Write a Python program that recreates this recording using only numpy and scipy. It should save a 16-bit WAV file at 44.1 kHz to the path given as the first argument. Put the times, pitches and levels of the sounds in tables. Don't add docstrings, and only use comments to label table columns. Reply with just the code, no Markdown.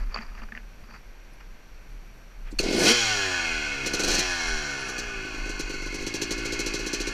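import sys
import numpy as np
from scipy import signal
from scipy.fft import rfft, irfft
from scipy.io import wavfile
from scipy.ndimage import uniform_filter1d

SR = 44100
rng = np.random.default_rng(int(sys.argv[2]) if len(sys.argv) > 2 else 0)


def unload_wav(signal):
    wavfile.write(
        sys.argv[1],
        SR,
        np.round(np.clip(np.atleast_2d(signal).T, -1, 1) * 32767).astype(np.int16),
    )


def to_linear_factor(level_db):
    exponent = np.asarray(level_db, float) / 20
    return 10 ** exponent


N = 314433
T = np.arange(N) / SR
HZ = np.fft.rfftfreq(8192, 1 / SR) + 1
PUFF = SR // 4
IDLE_FROM_S = 5.15

# time in seconds, turns in Hz, steady burn in dB,
# level gained as the head nears the engine in dB, head raised from 0 to 1.
CRANK = [(2.6, 29.8, -36, 1, 0.1), (2.648, 39.2, -23, 0.5, 0.4), (2.699, 42.1, -24, 3, 0.2),
         (2.751, 62.7, -21, -2.5, 0.4), (2.811, 82.2, -17.5, -7.5, 1), (2.89, 109.4, -18.5, 2.5, 0),
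         (2.93, 122.5, -23, 1, 0.37), (3.31, 90.83, -40, -0.5, 0.4), (3.819, 65.88, -35, 0.5, 0.58),
         (3.948, 67.3, -39, 0, 0.7), (4.1, 81.1, -28, -0.5, 0.41), (4.218, 94.04, -40, 0.5, 0.4),
         (4.831, 65.3, -51, -0.5, 0.99), (5.211, 54.7, -53, -0.5, 0.56), (5.7, 46.9, -52, 1, 0.18),
         (6.11, 52, -42, 0, 0.16), (6.45, 53.7, -38.5, 1.5, .6), (7.13, 54.3, -41, 2, 0.75)]


def level(x, db=0):
    return x * to_linear_factor(db) / np.sqrt(np.mean(x ** 2))


def peak(x):
    return x / np.abs(x).max()


def shape(points):
    hz, db = np.transpose(points)
    return to_linear_factor(np.interp(np.log(HZ), np.log(hz), db))


def modes(table, steep=2):
    return np.sqrt(sum(to_linear_factor(db) ** 2 / (1 + (2 * (HZ - hz) / width) ** 2) ** steep for hz, width, db in table))


def through(x, gain):
    cep = irfft(np.log(gain + 1e-7))
    cep[1:4096] *= 2
    cep[4097:] = 0
    return signal.fftconvolve(x, irfft(np.exp(rfft(cep))))[:N]


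def clicks(times, sizes):
    place = np.clip(times * SR, 0, N - 2)
    whole = place.astype(int)
    part = place - whole
    return np.bincount(whole, sizes * (1 - part), N) + np.bincount(whole + 1, sizes * part, N)


def burst(rise_s, hold_s, t60_s):
    t = T[:PUFF]
    return np.minimum(t / rise_s, 1) * np.exp(-np.log(1000) * np.maximum(t - hold_s, 0) / t60_s)


def walk(rate):
    k = int(SR / rate)
    steps = np.repeat(rng.standard_normal(N // k + 1), k)
    return 0.69 * uniform_filter1d(uniform_filter1d(steps, k), k)[:N]


def noise():
    return rng.standard_normal(N)


def engine():
    # frequency in Hz, level in dB per Hz.
    gas_colour = [(590, -21.5), (1000, -19), (1260, -52), (1490, -25), (1900, -1), (2490, -1), (2830, -1),
                  (3390, 0.5), (3640, -1), (4520, 4), (12500, -27.5), (15300, -32)]
    # frequency in Hz, width in Hz, level in dB.
    jet_edge = [(7760, 6600, 2), (8700, 480, 6), (10500, 700, 0.5)]
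    # frequency in Hz, width in Hz, depth from 0 to 1.
    dips = [(1295, 154, 0.88), (1860, 81, 0.14), (3606, 220, 0.54)]
    hz, burn_db, clatter_db, low_db, hiss_db = controls()
    running = np.clip((T - CRANK[0][0]) / 0.0055 + 1, 0, 1)
    angle = crank_angle(hz)
    gas = (1 + 0.16 * np.cos(2 * np.pi * angle)) * noise()
    hiss = level(through(gas, shape(gas_colour)), -6.5) * to_linear_factor(hiss_db)
    spit = noise() * (.35 + np.exp(-(angle % 1) / .2))
    jet = level(through(spit, modes(jet_edge)), -20.5) * throttle() * to_linear_factor(burn_db) * (hz / 80) ** 2.2
    helmet = np.ones(len(HZ))
    for dip_hz, width, depth in dips:
        helmet = helmet * (1 - np.clip(depth, 0, .9) / (1 + (2 * (HZ - dip_hz) / width) ** 2))
    mechanics = case(hz, angle, clatter_db, low_db) + gears(hz)
    return through(running * (exhaust(hz, angle, burn_db) + mechanics + hiss + jet), helmet)


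def controls():
    s, hz, *columns = np.transpose(CRANK)
    hz = np.exp(np.interp(T, s, np.log(hz)))
    burn_db, head_db, raised = (np.interp(T, s, c) for c in columns)

    def law(db_at_80_hz, db_per_doubling, slowest_hz=25):
        return db_at_80_hz + db_per_doubling * np.log2(np.maximum(hz, slowest_hz) / 80)

    def both(free_db, load_db):
        return head_db + 20 * np.log10(np.hypot(to_linear_factor(free_db), throttle() * to_linear_factor(burn_db + load_db)))

    clatter_db = both(law(-33, 7.9, slowest_hz=46), law(-10, 6.7))
    hiss_db = both(law(-32, 18), law(-0.26, 6.9))
    low_db = law(-6, -2, slowest_hz=54.7) + 7 * raised
    return hz, burn_db, clatter_db, low_db, hiss_db


def throttle():
    # start in seconds, end in seconds.
    coasting = [
        (2.922, 3.84),
        (4.215, 5.15),
    ]
    shut_s = .012
    return 1 - sum(np.clip(np.minimum(T - a, b - T) / shut_s, 0, 1) for a, b in coasting)


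def firings():
    # time in seconds, thump peak in dB.
    rev_firings = [(2.6, -9.5), (2.635, -16), (2.731, -11), (2.795, -9), (2.807, -22), (2.84, -6),
                   (2.861, -6), (3.866, -14), (3.94, -11), (3.999, -12), (4.04, -12), (4.082, -12),
                   (4.094, -39), (4.107, -14), (4.12, -18), (4.143, -15), (4.154, -16), (4.187, -12),
                   (4.198, -19)]
    # time in seconds, thump peak in dB.
    idle_firings = [(4.889, -22), (4.986, -20), (5.25, -27), (5.344, -27), (5.382, -28), (5.461, -25.5),
                    (5.498, -23), (5.599, -20), (5.7, -23), (5.741, -25), (5.824, -25), (5.864, -24.5),
                    (5.928, -26), (5.947, -22.5), (5.988, -27.5), (6.008, -26.5), (6.028, -24.5),
                    (6.07, -20), (6.145, -19), (6.221, -18), (6.313, -18), (6.384, -22.5), (6.456, -20.5),
                    (6.527, -19.5), (6.597, -18.5), (6.667, -18.5), (6.743, -19), (6.796, -22.5),
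                    (6.868, -20), (6.936, -18), (7.006, -19.5), (7.075, -20)]
    s, db = np.transpose(rev_firings)
    idle_s, idle_db = np.transpose(idle_firings)
    crack_db = db + np.where(s < 3.3, -21.5, -15)
    idle_crack_db = -32.5 + 2.3 * (idle_db + 20)
    return np.r_[s, idle_s], np.r_[db, idle_db], np.r_[crack_db, idle_crack_db]


def crank_angle(hz):
    turns = np.cumsum(hz) / SR
    at_fire = np.interp(firings()[0], T, turns)
    whole = np.r_[0, np.cumsum(np.round(np.diff(at_fire)))]
    return turns + np.interp(turns, at_fire, whole - at_fire)


def exhaust(hz, angle, burn_db):
    # frequency in Hz, width in Hz, level in dB.
    pipe = [(244, 75, -5), (388, 51, 5.5), (486, 80, 2.5), (641, 89, 1), (756, 132, 1.5), (1080, 140, -3)]
    # multiple of the turn, level in dB.
    song = [(2, -9), (4, -3.5), (5, -15)]
    # frequency in Hz, width in Hz, level in dB.
    churn = [(260, 75, -1.5), (400, 110, 0), (695, 430, -11.5)]
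    turn = np.arange(int(angle[-1]) + 1)
    pump_chance, burn_chance, time_chance = rng.standard_normal((3, len(turn)))
    at = np.interp(turn + .008 * time_chance, angle, T)
    even = 1 / np.sqrt(np.interp(at, T, hz))
    strokes = clicks(at, even * to_linear_factor(1.2 * pump_chance))
    pump = sum(through(strokes, modes([mode])) * to_linear_factor(3.0 * walk(6.07)) for mode in pipe)
    s, thump_db, crack_db = firings()
    since_s = at - np.r_[-1, s][np.searchsorted(s, at - .008)]
    spent_db = -6 * np.exp(-since_s / .03) * (at > IDLE_FROM_S)
    weak = clicks(at, even * to_linear_factor(2.5 * burn_chance + spent_db))
    burns = level(weak, -28.5) * throttle() * to_linear_factor(burn_db) + clicks(s - .002, to_linear_factor(thump_db - 5.5))
    frame = frame_hum(hz, angle)
    airflow = level(pump, -46.5) * (hz / 80) ** 2.38 + frame * to_linear_factor(-45.5) * (hz / 80) ** 0.93
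    howl = sum(to_linear_factor(db) * np.sin(2 * np.pi * k * angle) for k, db in song) * (hz / 120) ** 6.2
    growl = level(through(noise(), modes(churn)), -10.5) * (T <= IDLE_FROM_S)
    loaded = (frame * to_linear_factor(-18.5) + howl + growl) * throttle() * to_linear_factor(burn_db)
    return airflow + loaded + thumps(burns) + crack(s, crack_db)


def thumps(burns):
    # frequency in Hz, width in Hz, level in dB.
    front = [(266, 85, 5.5), (384, 340, 4.5), (590, 340, 3), (720, 280, 3.5)]
    idle = T > IDLE_FROM_S
    push_s = 0.00254
    open_end = (HZ / (HZ + 120)) ** 2 / (1 + (HZ / 900) ** 4)
    pushed = signal.fftconvolve(burns, burst(push_s, push_s, 0.00083) / (push_s * SR / 2))[:N]
    hard = to_linear_factor(39.0) * through(pushed * ~idle, modes(front, steep=2.4) * open_end)
    soft = signal.fftconvolve(burns * (1 + idle * (1 - to_linear_factor(-13.0))), blow())[:N]
    return hard + soft


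def blow():
    # frequency in Hz, width in Hz, level in dB.
    hot_pipe = [(200, 57, 0.5), (400.7, 51.6, 12), (509.5, 63, 4.5), (676, 203, -3.5)]
    t = T[:PUFF]
    wave = burst(0.00266, 0.0069, 0.018) * np.sin(2 * np.pi * (250 * t + 7000 * t ** 2))
    ring = through(burst(0.00024, 0.0014, 0.0015), modes(hot_pipe, steep=2.16))[:PUFF]
    return peak(through(wave, HZ ** 2 / (HZ ** 2 + 120 ** 2))[:PUFF] + to_linear_factor(-5) * peak(ring))


def crack(s, crack_db):
    # frequency in Hz, level in dB per Hz.
    crack_colour = [(1650, -13.5), (2800, -5.5), (3070, -10), (3640, -9), (4230, -0.5), (5050, -8),
                    (5990, -0.5), (8080, -14.5), (13600, -25.5), (15300, -44)]
    starts = clicks(s - .0065, to_linear_factor(crack_db - 1.0))

    def puffs(hold_s, t60_s):
        return signal.fftconvolve(starts, burst(.0018, hold_s, t60_s))[:N]

    spray = level(through(noise(), shape(crack_colour)) * to_linear_factor(1.9 * walk(370)))
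    body = through(spray, 1 / (1 + (HZ / 8500) ** 6))
    top = through(spray, 1 / (1 + (8500 / HZ) ** 6))
    return body * puffs(0.018, 0.11) + top * puffs(0.017, 0.043)


def frame_hum(hz, angle):
    # multiple of the turn, level in dB.
    orders = [(1, 0), (2, -1), (3, -1), (4, 0), (5, -2), (6, -4), (7, -4), (8, -6), (9, -7), (10, -8)]
    # frequency in Hz, gain in dB.
    frame_gain = [(45, -7.5), (125, 1), (195, -11), (270, 2.5), (340, 0.5), (390, 7), (450, -4), (560, -10),
                  (740, 2), (950, -19)]
    passed_hz, passed_db = np.transpose(frame_gain)
    hum = np.zeros(N)
    for k, db in orders:
        waver_db = 2.8 * (walk(7) + walk(24.93))
        heard_db = db + np.interp(k * hz, passed_hz, passed_db) + waver_db
        hum += to_linear_factor(heard_db) * np.sin(2 * np.pi * k * angle)
    return hum


def case(hz, angle, clatter_db, low_db):
    # frequency in Hz, width in Hz,
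    # level in dB, gain in dB per doubling of speed.
    covers = [(1100, 18, -12.5, -22), (1399, 63, 1, -0.5), (1490, 76, 7, -0.5), (1670, 150, 2, 4),
              (1788, 40, -1, 9), (2182, 108, 6, -3.5), (2524, 178, 6.5, 0.5), (2763, 74, 0.5, 1),
              (3096, 270, -5.5, 12.5), (4146, 310, -4, 9), (4390, 225, -14.5, -24), (5730, 570, -3.5, 4.5),
              (6660, 230, -6.5, 5), (8500, 450, -30, 8)]
    turns = int(angle[-1]) + 1
    time_chance, size_chance = rng.standard_normal((2, turns, 14))
    angles, weight = rng.random(14), rng.standard_normal(14)
    at = np.interp(np.arange(turns)[:, None] + angles + .003 * time_chance, angle, T)
    size = weight * to_linear_factor(2 * size_chance) / np.sqrt(np.interp(at, T, hz))
    steady = np.clip((hz - 40) / 40, .1, 1)
    slap = level(clicks(at.ravel(), size.ravel()), 2) * steady
    rattle = noise() * np.sqrt(2 - steady ** 2)
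    shake = through(slap + rattle, 1 / (1 + (HZ / 8200) ** 5))
    doublings = np.log2(np.maximum(hz, 45) / 75)
    panels = []
    for *mode, per_doubling_db in covers:
        flutter_db = 3.5 * walk(4.09)
        panels.append(through(shake, modes([mode], steep=1.25)) * to_linear_factor(per_doubling_db * doublings + flutter_db))
    return to_linear_factor(clatter_db) * (level(sum(panels[5:])) + level(sum(panels[:5])) * to_linear_factor(low_db))


def gears(hz):
    # frequency in Hz, width in Hz, level in dB.
    cover = [(1460, 360, 2.5)]
    turns = np.cumsum(hz) / SR
    wobble = 4.0 + 2.6 * level(through(noise(), modes([(0, 111, 0)])))
    mesh = wobble * to_linear_factor(2.1 * walk(3.4)) * np.sin(2 * np.pi * 21 * turns)
    heard = through(level(mesh), modes(cover) + .45)
    return heard * to_linear_factor(-43 + 11 * np.log2(hz / 80)) * np.clip((T - 2.8) / .12, 0, 1)


def whistle():
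    start_s, end_s = 4.22, 4.95
    fade = np.clip(np.minimum(T - start_s, end_s - T) / 0.055, 0, 1)
    return level(through(noise(), modes([(10300, 30, 0)])), -63) * fade


def kick():
    # frequency in Hz, width in Hz, level in dB.
    stop = [(2600, 160, 0), (4450, 260, -2), (6400, 800, -13), (1500, 300, -14), (8800, 900, -22),
            (11000, 5000, -37)]
    creak = through(clicks(np.array([1.332]), np.ones(1)), modes([(10100, 90, 0), (5050, 90, -2)]))
    ratchet = level(through(noise(), modes([(1930, 2000, 0)])), -50) * np.exp(-((T - 2.482) / 0.026) ** 2)
    swish = level(through(noise(), modes([(7360, 2900, 0), (4500, 1200, 2)])), -53)
    swish = swish * np.exp(-((T - 2.52) / .011) ** 2)
    puff = clicks(np.array([2.527, 2.537]), np.array([1, .7]))
    puff = through(puff, modes([(239, 54, 1.5), (302, 140, 9.1)]))
    slam = clicks(np.array([2.586]), np.ones(1))
    slam = signal.fftconvolve(slam, burst(0.0053, 0.0074, 0.031))[:N] * noise()
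    slam = through(slam, modes(stop, steep=1.2))
    return to_linear_factor(-56) * peak(creak) + ratchet + swish + to_linear_factor(-31.0) * peak(puff) + to_linear_factor(-8.5) * peak(slam)


def knocks():
    # time in seconds, peak in dB, main ring in Hz,
    # high ring in dB, thud in dB.
    hits = [(0.07, -45, 1640, -19, -20), (0.109, -44, 1050, -11, -25), (0.143, -21, 1080, 0, -45),
            (0.16, -19, 1080, -10, -32), (0.172, -27, 1180, -25, -33), (0.187, -27.5, 1680, -23.5, -17),
            (0.22, -34, 1700, 4, -29), (0.262, -42, 1080, -3, -26), (0.316, -45, 1200, -10, -25),
            (0.35, -39, 1100, -14, -25), (0.377, -36, 1760, -16, -24), (0.396, -44, 1700, -8, -27),
            (0.418, -34.5, 1130, -26, -16), (0.486, -38, 1460, -21, -26), (0.521, -28.5, 1740, -31, -22),
            (0.55, -28.5, 1930, -20, -25), (0.563, -40, 2100, -12, -30), (0.575, -25, 1860, -31, -31),
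            (0.595, -50, 2000, -20, -30), (0.837, -43, 1220, -1, -17), (0.885, -46, 1100, -8, -13),
            (0.921, -43, 1010, -7, -24), (0.94, -42, 1500, -8, -23), (0.96, -38, 1690, -5, -31),
            (1.402, -44, 2580, -9, -34)]
    out = np.zeros(N)
    thud = burst(0.0028, 0.011, 0.11) * np.sin(2 * np.pi * 225 * T[:PUFF])
    for s, db, hz, high_db, thud_db in hits:
        t60_s = max(0.03 - 0.0008 * (db + 48.0), .005)
        rise_s = .0004 if db > -37 else .0015
        contact = burst(rise_s, 0.002, t60_s) * rng.standard_normal(PUFF)
        ring = through(contact, modes([(hz, 0.34 * hz, 0), (2500, 500, -7), (4650, 350, high_db)]))[:PUFF]
        out[int(s * SR):][:PUFF] += to_linear_factor(db) * (peak(ring) + to_linear_factor(thud_db + 6.0) * thud)
    return out


def scrape():
    # peak in seconds, level in dB, swell in seconds, fade in seconds
    # (both for about 30 dB), squeak above the level in dB.
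    boot_drags = [(0.0, -32.5, .1, 0.11, -14), (0.16, -29.5, 0.1, 0.26, -14), (0.39, -41, 0.12, 0.078, -15),
                  (0.435, -43, 0.047, 0.038, -14), (0.524, -38, 0.0072, .017, -33),
                  (0.551, -37.5, 0.0074, 0.099, -24), (0.954, -39.5, 0.18, 0.066, -7),
                  (1.408, -42, .03, .06, -25)]
    # frequency in Hz, level in dB per Hz.
    grit_colour = [(240, -32), (400, -4), (514, -8), (970, 0.5), (1740, 0.5), (2500, -3.5), (3580, -28),
                   (4660, -12.5), (7000, -23), (9100, -58), (15400, -120)]
    grains = noise() * to_linear_factor(6.6 * walk(149.6))
    grit_gain, squeak_gain = np.zeros(N), np.zeros(N)
    for s, db, swell_s, fade_s, squeak_db in boot_drags:
        drag = to_linear_factor(db - 31.6 * np.maximum((s - T) / swell_s, (T - s) / fade_s))
        grit_gain += drag
        squeak_gain += drag * to_linear_factor(squeak_db)
    squeak = level(through(grains, modes([(4620, 110, 0)]))) * squeak_gain
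    return to_linear_factor(-8.5) * (level(through(grains, shape(grit_colour))) * grit_gain + squeak)


def gusts():
    # peak in seconds, buffet in dB, length in seconds.
    gust_rows = [(0.014, -24, 0.18), (0.29, -35, 0.11), (0.427, -34, 0.085), (0.62, -41, 0.16),
                 (0.824, -42, 0.089), (1.096, -42, 0.051), (1.52, -40, .09), (1.742, -42, 0.083),
                 (1.937, -40.5, 0.11), (2.045, -45, 0.063), (2.2, -57, .12), (2.447, -34, 0.099),
                 (2.617, -29.5, 0.13), (2.782, -38, 0.15), (2.959, -40, 0.037), (3.176, -40, 0.05),
                 (3.544, -34, 0.067), (3.714, -43, 0.12), (3.93, -40, 0.15), (4.1, -30, 0.078),
                 (4.218, -37, 0.2334), (4.522, -27.5, 0.11), (5.044, -37.5, 0.15), (5.179, -34, 0.043),
                 (5.41, -32.5, 0.13), (5.708, -34, 0.4), (6.032, -30, 0.043), (6.449, -39, 0.46),
                 (6.682, -36, 0.054), (6.836, -35, 0.048)]
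    power = sum(to_linear_factor(db) ** 2 * np.exp(-(2 * (T - s) / length_s) ** 2) for s, db, length_s in gust_rows)
    power = power + to_linear_factor(-36) ** 2 * np.clip((T - 6.97) / 0.032, 0, 1)
    return 10 * np.log10(power + to_linear_factor(-45.5) ** 2)


def wind():
    # frequency in Hz, level in dB per Hz.
    rustle_colour = [(40, -22), (70, 2), (140, 2.5), (230, 0), (400, -18.5), (900, -33)]
    buffet_db = gusts()
    rustle_db = -57 + .3 * (buffet_db + 41.0) + 2.5 * walk(27)
    swing = signal.hilbert(through(noise(), modes([(35.9, 8.8, 8.8), (23.3, 36, 0.5)])))
    buffet = level(swing.real / np.abs(swing) ** 0.5) * to_linear_factor(buffet_db)
    port = signal.butter(4, 56, fs=SR, output="sos")
    rustle = level(through(noise(), shape(rustle_colour)) * to_linear_factor(0.99 * walk(3.2)))
    return signal.sosfiltfilt(port, buffet) + rustle * to_linear_factor(rustle_db)


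def hillside():
    # frequency in Hz, level in dB per Hz.
    air_colour = [(180, -13), (300, 1), (1300, -5), (1530, -5), (2470, -9.5), (5010, -19), (5800, -14.5),
                  (7310, -21.5), (10700, -31.5), (11600, -21), (12400, -39), (14600, -42), (15300, -42)]
    # frequency in Hz, rms level in dB.
    whines = [(5846, -76), (11660, -89), (11687, -96), (11719, -76), (14650, -94)]
    housing = modes([(1560, 88, 1.9), (2420, 740, 1), (4460, 490, 3.7), (5690, 310, 2.4)]) + 1
    air = level(through(noise(), shape(air_colour) * housing), -55.5)
    return air + sum(to_linear_factor(db) * np.sqrt(2) * np.sin(2 * np.pi * hz * T) for hz, db in whines)


def scene():
    near = engine() + kick() + knocks() + scrape() + whistle()
    rocks = burst(0.0015, 0.002, 0.08) * rng.standard_normal(PUFF)
    echo = signal.fftconvolve(near, rocks / np.sqrt(np.sum(rocks ** 2)))[:N]
    return np.tile(near + to_linear_factor(-13) * echo + wind() + hillside(), (2, 1))


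def band_limit(x):
    return signal.sosfilt(signal.butter(12, 15400, fs=SR, output="sos"), x)


def record(dry):
    ceiling = .66
    top_cut = signal.ellip(8, .2, 70, 15080, fs=SR, output="sos")
    mix = signal.sosfilt(top_cut, ceiling * np.tanh(dry / ceiling))
    return band_limit(mix)


dry = scene()
out = record(dry)
unload_wav(out)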